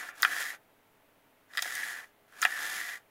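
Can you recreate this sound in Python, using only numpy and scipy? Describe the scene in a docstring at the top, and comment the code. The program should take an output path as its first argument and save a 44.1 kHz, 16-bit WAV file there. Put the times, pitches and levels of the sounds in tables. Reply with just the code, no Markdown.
"""A hand-held pull starter is worked three times, close by, over a workbench in a small quiet room.
The first stroke begins at once: stick-slip friction of pulley and cord rings the housing in a grainy,
hissing whirr, while the pawls give a thin metal tick and clack against the plastic pulley.
The spin stops near 0.6 s, leaving soft air and a faint hum. A second stroke follows at 1.5 s
and a third at 2.3 s, which dies away at 3 s."""
import sys
import numpy as np
from scipy import signal
from scipy.fft import rfft, irfft
from scipy.io import wavfile

SR = 44100
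rng = np.random.default_rng(int(sys.argv[2]) if len(sys.argv) > 2 else 0)


def inscribe(sig):
    """Save sig as 16-bit PCM at rate SR to the path in sys.argv[1].

    A 1-D sig is mono; a 2-D sig holds one channel per row.
    Samples are clipped to [-1, 1] before scaling.
    """
    pcm = np.round(np.clip(np.atleast_2d(sig).T, -1, 1) * 32767)
    wavfile.write(sys.argv[1], SR, pcm.astype(np.int16))


N = 136710

# Spectrum of the room's air. Each row: frequency in Hz, relative level in dB.
AIR_SPECTRUM = [(20, -7), (55, -20), (80, -23), (120, -10.5), (200, -8.5), (280, -5.5), (360, -11),
                (450, -6.5), (650, -7.5), (1000, -10.5), (2000, -13), (3200, -18.5), (5000, -27),
                (8000, -28), (12000, -23), (15500, -22)]
# Steady hum. Each row: frequency in Hz, rms level in dB.
HUM_PARTIALS = [(100, -83.5), (297, -84.5), (413, -80), (649, -79), (857, -82.5), (926, -88), (1345, -89)]
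# Reverberation. Each row: frequency in Hz, time to fall 60 dB in seconds.
ROOM_DECAY = [(300, 0.25), (1800, .16), (6000, 0.077), (15000, 0.042)]
# Modes of a metal pawl. Each row: frequency in Hz, relative level in dB, time to fall 60 dB in seconds.
PAWL_MODES = [(1790, -7.5, .012), (3100, -13.5, .005), (5500, 1.5, 0.00388), (6380, 3.5, 0.00519),
              (7040, 0, 0.0079), (9280, -4, 0.0099), (12300, -7, 0.0024), (14700, 1.5, .008),
              (15600, -6.5, 0.0024)]
# Metal ticks. Each row: start in seconds, relative strength in dB, brightness in dB.
PAWL_TICKS = [(0.2226, -9, 6), (1.6224, -9.5, -1), (2.4173, -8.5, -4), (2.4205, -12, -3)]
# Modes of the housing. Each row: frequency in Hz, relative level in dB, time to fall 60 dB in seconds.
HOUSING_MODES = [(287, -36.5, 0.015), (560, -29, .009), (750, -17.5, 0.0096), (1085, -15, 0.019),
                 (1290, -4.5, 0.021), (1453, -1.5, 0.012), (1700, -0.5, 0.012), (1890, 0, .014),
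                 (2055, -8, 0.011), (2450, -12, 0.013), (2870, -19, .008), (3233, -13, 0.017),
                 (3770, -10, 0.0059), (4997, -11, .007)]
# Pawl blows on plastic. Each row: start in seconds, then strength, bass, hollow middle, bite, treble
# and crack, all in relative dB.
PAWL_CLACKS = [(.0885, -15.5, -16, -2, -12.5, -7, -25), (0.23, 2, -15.5, 2, -5.5, 7.5, -19.5),
               (0.2326, -6, -12, 9.5, 1.5, 5.5, -15.5), (0.2485, 5, 0, -1.5, 5.5, -9.5, -26.5),
               (1.5357, -22, -7, -8, -6, 2.5, -22), (1.5508, -20.5, -8, -1, -5, -0.5, -23),
               (1.5730, -5.5, -31, -9.5, 0, 7, -14.5), (1.5797, -3.5, 0, -13, 1, 4, -24),
               (1.5857, -14.5, -9, 1, 0, -5, -26), (1.5913, -5, -1, -21, -3, 3, -42),
               (1.6245, -16.5, 16, -3, 11.5, 19, -3.5), (1.6571, -11, 11, -13, -13, -8, -25),
               (1.7526, -19, -13, -9, 2, -1, -2), (1.7916, -16.5, -10, -2, -16, -18, -17),
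               (2.043, -28.5, -12, -12, -8.5, -10, -22.5), (2.3238, -36, 5, 1.5, -1, -8, -14),
               (2.4217, -11, -8, 1, -11, -5.5, -20), (2.4264, -3, -5, -0.5, 3, 2.5, -14),
               (2.4293, -3.5, -14, 3, 0, 1, -22), (2.4361, -10, -1, -9, -4, 7, -16),
               (2.44, -12.5, -6, 0, 0, 9, -14), (2.4503, -2, 7, -8, 10, -3.5, -17.5),
               (2.4514, 2.5, 7.5, -2.5, 9.5, -11, -46), (2.456, -15.5, -5, -9, 21, -11, -30),
               (2.889, -16, -11, -12, 8.5, -20, -24)]
# One envelope table per stroke. Each row: time in seconds, then whirr, rub and hiss in relative dB.
STROKE_LEVELS = [
    [(0, -34.5, -44.5, -48), (.036, -44, -41, -53), (.08, -48, -51.5, -55.5), (.1, -58.5, -46, -58.5),
     (.13, -57, -53, -78.5), (.16, -63.5, -54.5, -62), (.185, -63.5, -53.5, -59), (.22, -52, -45, -51.5),
     (.275, -37.5, -42.5, -48), (.35, -36, -40, -44.5), (.406, -33, -40.5, -41.5),
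     (.442, -36, -42.5, -44.5), (.504, -36, -50, -47.5), (.514, -44.5, -49, -51.5), (.548, -50.5, -49, -57),
     (.58, -84, -79, -79)],
    [(1.48, -93, -91.5, -82), (1.505, -56.5, -64, -73), (1.555, -65, -52, -55.5), (1.61, -44, -54.5, -49.5),
     (1.66, -41, -45.5, -46.5), (1.75, -37.5, -47, -45), (1.828, -37.5, -45, -47.5), (1.832, -26, -50, -46),
     (1.845, -38, -54, -46.5), (1.852, -38, -45, -45.5), (1.93, -41.5, -46.5, -50), (2, -43, -51, -56),
     (2.045, -51.5, -54.5, -64.5), (2.06, -67, -66, -68.5), (2.11, -68.5, -90.5, -83)],
    [(2.28, -76, -72, -78), (2.35, -56.5, -56, -66), (2.408, -63, -49, -53), (2.47, -39.5, -50, -49.5),
     (2.54, -34.5, -43.5, -48), (2.67, -37, -41.5, -43.5), (2.8, -36.5, -45, -45),
     (2.89, -40.5, -47.5, -49), (2.94, -40.5, -49.5, -51.5), (2.975, -49, -53, -58),
     (2.992, -67, -66, -73.5), (3.03, -78, -82, -84)],
]
# Housing resonance under friction. 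Each row: time in seconds, centre frequency in Hz.
WHIRR_PITCH = [(0, 1730), (.22, 1708), (.38, 1788), (.45, 1840), (.55, 1847), (1.6, 1837), (1.85, 1810),
               (2.02, 1730), (2.45, 1727), (2.7, 1778), (2.95, 1870)]
# Broad spectrum of the rubbed housing. Each row: frequency in Hz, relative level in dB.
RUB_SPECTRUM = [(80, -41), (170, -27), (280, -14), (500, -14.5), (720, -8), (1000, -9.5), (1350, -1.5),
                (1650, -1), (2100, -10), (2450, -8), (2800, -14), (3400, -17.5), (4300, -32), (9000, -38.5)]
# Spectrum of the sliding cord. Each row: frequency in Hz, relative level in dB.
CORD_SPECTRUM = [(500, -18.5), (2000, -9), (3300, 4.5), (4300, -0.5), (5100, 1.5), (5900, -0.5),
                 (6900, 1.5), (8300, -4), (9800, -1), (12000, -2), (14000, -8), (15600, -8.5)]

AIR_DB, BENCH_DB, REVERB_DB = -66, -10, -18.5
TICK_DB, CLACK_DB, CRACK_DB = -14.5, -12.5, 6.5  # gains added to the tables' levels
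WHIRR_DB, RUB_DB, CORD_DB = -2.5, -2.5, 1.5  # likewise
FLUTTER_DB, FLUTTER_HZ = 1.58, 150  # rms depth, corner frequency
BENCH_DECAY_S, CRACK_DECAY_S, CRACK_TAIL_S = 0.0063, 0.00061, 0.01045
HISS_EDGE_HZ, BAND_EDGE_HZ, LOW_CUT_HZ = 15800, 16500, 286
IMPACT_SAMPLES = 2048


def amp(db):
    """Amplitude grows tenfold for every 20 dB."""
    return 10 ** (np.asarray(db) / 20)


def unit_rms(x):
    """Normalisation brings the mean power to 1."""
    return x / np.sqrt(np.mean(x ** 2) + 1e-20)


def curve_at(points, hz):
    """Interpolation on a logarithmic frequency axis."""
    knots_hz, values = np.transpose(points)
    return np.interp(np.log(hz + 1), np.log(knots_hz + 1), values)


def add(mix, start_s, sound):
    """Superposition: a sound sums into the mix from its start time."""
    part = mix[round(start_s * SR):][:len(sound)]
    part += sound[:len(part)]


def colour(x, spectrum):
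    """Filtering multiplies spectra; the result has rms 1."""
    gain = amp(curve_at(spectrum, np.fft.rfftfreq(N, 1 / SR)))
    return unit_rms(irfft(rfft(x) * gain, N))


def lowpass(x, hz):
    """Convolution with a windowed sinc cuts steeply above hz."""
    return signal.oaconvolve(x, signal.firwin(255, hz, window="blackman", fs=SR), "same")


def room_tone():
    """A continuous spectrum of soft air underlies the line spectrum of a faint hum."""
    t = np.arange(N) / SR
    hum = sum(amp(db) * np.sqrt(2) * np.sin(2 * np.pi * (hz * t + rng.random()))
              for hz, db in HUM_PARTIALS)
    air = lowpass(colour(rng.standard_normal(N), AIR_SPECTRUM), HISS_EDGE_HZ)
    return hum + amp(AIR_DB) * air


def room_reflections(x):
    """Early reflections from bench and hand precede a faint reverberation whose treble dies first."""
    t = np.arange(SR // 2) / SR
    early = rng.standard_normal(len(t)) * np.exp(-t / BENCH_DECAY_S) * (t > 0.002)
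    diffuse = rng.standard_normal(len(t)) * (t > 0.006)
    hz, frame_s, spectra = signal.stft(diffuse, SR, nperseg=256)
    decay = amp(-60 * frame_s / curve_at(ROOM_DECAY, hz)[:, None])
    tail = signal.istft(spectra * decay, SR, nperseg=256)[1][:len(t)]
    response = amp(BENCH_DB) * early / np.linalg.norm(early)
    response += amp(REVERB_DB) * tail / np.linalg.norm(tail)
    return x + signal.fftconvolve(x, response)[:N]


def strike(modes, rise_s, chatter_s, chatter):
    """Modal vibration: a blow and its brief contact chatter excite damped sinusoids."""
    t = np.arange(IMPACT_SAMPLES) / SR
    out = np.zeros(len(t))
    for k, (hz, db, t60) in enumerate(modes):
        ring = amp(db - 60 * t / t60) * np.sin(2 * np.pi * hz * t) * (1 - np.exp(-t / rise_s))
        contact = rng.standard_normal(len(t)) * np.exp(-t / chatter_s)
        rattle = signal.fftconvolve(ring, contact / np.linalg.norm(contact))[:len(t)]
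        mode = (-1) ** k * ring + chatter * rattle
        out += mode * np.linalg.norm(ring) / np.linalg.norm(mode)  # chatter adds no energy
    return out


def crack():
    """A brief contact has a broad spectrum: the dry, bright snap of plastic."""
    t = np.arange(IMPACT_SAMPLES) / SR
    envelope = np.exp(-t / CRACK_DECAY_S) + amp(-13) * np.exp(-t / CRACK_TAIL_S)
    band = signal.butter(2, [3500, 13000], "bandpass", fs=SR, output="sos")
    return signal.sosfilt(band, rng.standard_normal(len(t)) * envelope)


def metal_ticks():
    """Free vibration: the pawls ring briefly in their high modes as they flick out."""
    out = np.zeros(N)
    hz, db, t60 = np.transpose(PAWL_MODES)
    for start_s, strength_db, bright_db in PAWL_TICKS:
        tone_db = curve_at([(9000, 0), (14000, bright_db)], hz)
        ring = strike(zip(hz, db + tone_db, t60), rise_s=0.0002, chatter_s=0.00072, chatter=0.52)
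        add(out, start_s, amp(strength_db + TICK_DB) * ring)
    return out


def plastic_clacks():
    """Impact excitation: each pawl blow on the pulley rings the housing's modes in its own balance."""
    out = np.zeros(N)
    hz, db, t60 = np.transpose(HOUSING_MODES)
    for start_s, strength_db, bass_db, hollow_db, bite_db, treble_db, crack_db in PAWL_CLACKS:
        tone_db = curve_at([(800, bass_db), (1350, hollow_db), (1900, 0.0041),
                            (2500, bite_db), (3000, bite_db), (3800, treble_db)], hz)
        ring = strike(zip(hz, db + tone_db, t60), rise_s=0.00023, chatter_s=0.00092, chatter=0.44)
        snap = amp(crack_db + CRACK_DB) * crack()
        add(out, start_s, amp(strength_db + CLACK_DB) * (ring + snap))
    return out


def pawls():
    """Parts much smaller than the wavelength radiate poorly, so clacks and ticks lack bass."""
    low_cut = signal.butter(3, LOW_CUT_HZ, "highpass", fs=SR, output="sos")
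    return signal.sosfilt(low_cut, plastic_clacks() + metal_ticks())


def slips(per_s, spread_db):
    """Stick-slip friction releases a dense stream of tiny impulses of uneven size."""
    size = amp(spread_db * np.minimum(rng.exponential(1, N), 5))
    return size * rng.choice([-1, 1], N) * (rng.random(N) < per_s / SR)


def resonate(x, hz, width_hz):
    """A damped resonator passes a band around its moving centre hz, with gain 1 at the peak."""
    phasor = np.exp(2j * np.pi * np.cumsum(hz) / SR)
    pole = np.exp(-np.pi * width_hz / SR)
    return 2 * (phasor * signal.lfilter([1 - pole], [1, -pole], x / phasor)).real


def stroke_envelope(t, column):
    """Amplitude envelope: one friction layer swells and fades within each stroke, silent between."""
    return sum(amp(np.interp(t, np.sort(stroke[:, 0]), stroke[:, column], left=-200, right=-200))
               for stroke in map(np.array, STROKE_LEVELS))


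def pulley_and_cord():
    """Forced vibration: friction rings the housing and the cord hisses; contact pressure modulates both."""
    t = np.arange(N) / SR
    rolloff = np.hypot(1, np.fft.rfftfreq(N, 1 / SR) / FLUTTER_HZ) ** 2
    pressure = unit_rms(irfft(rfft(rng.standard_normal(N)) / rolloff, N))
    centre_hz = np.interp(t, *np.transpose(WHIRR_PITCH))
    whirr = slips(per_s=9000, spread_db=3.0)
    for _ in range(2):  # two passes steepen the flanks of the resonance
        whirr = resonate(whirr, centre_hz, width_hz=350)
    rub = colour(slips(per_s=6000, spread_db=1.0), RUB_SPECTRUM)
    hiss = lowpass(colour(slips(per_s=13000, spread_db=0.5), CORD_SPECTRUM), HISS_EDGE_HZ)
    friction = amp(WHIRR_DB) * stroke_envelope(t, column=1) * unit_rms(whirr)
    friction += amp(RUB_DB) * stroke_envelope(t, column=2) * rub
    friction += amp(CORD_DB) * stroke_envelope(t, column=3) * hiss
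    return amp(FLUTTER_DB * pressure) * friction


def scene():
    """Starter, reflections and room tone superpose, the same in both channels."""
    mono = room_reflections(pulley_and_cord() + pawls()) + room_tone()
    return np.array([mono, mono])


def record(dry):
    """Band limiting removes the highest treble from each channel."""
    return np.array([lowpass(channel, BAND_EDGE_HZ) for channel in dry])


dry = scene()
out = record(dry)
inscribe(out)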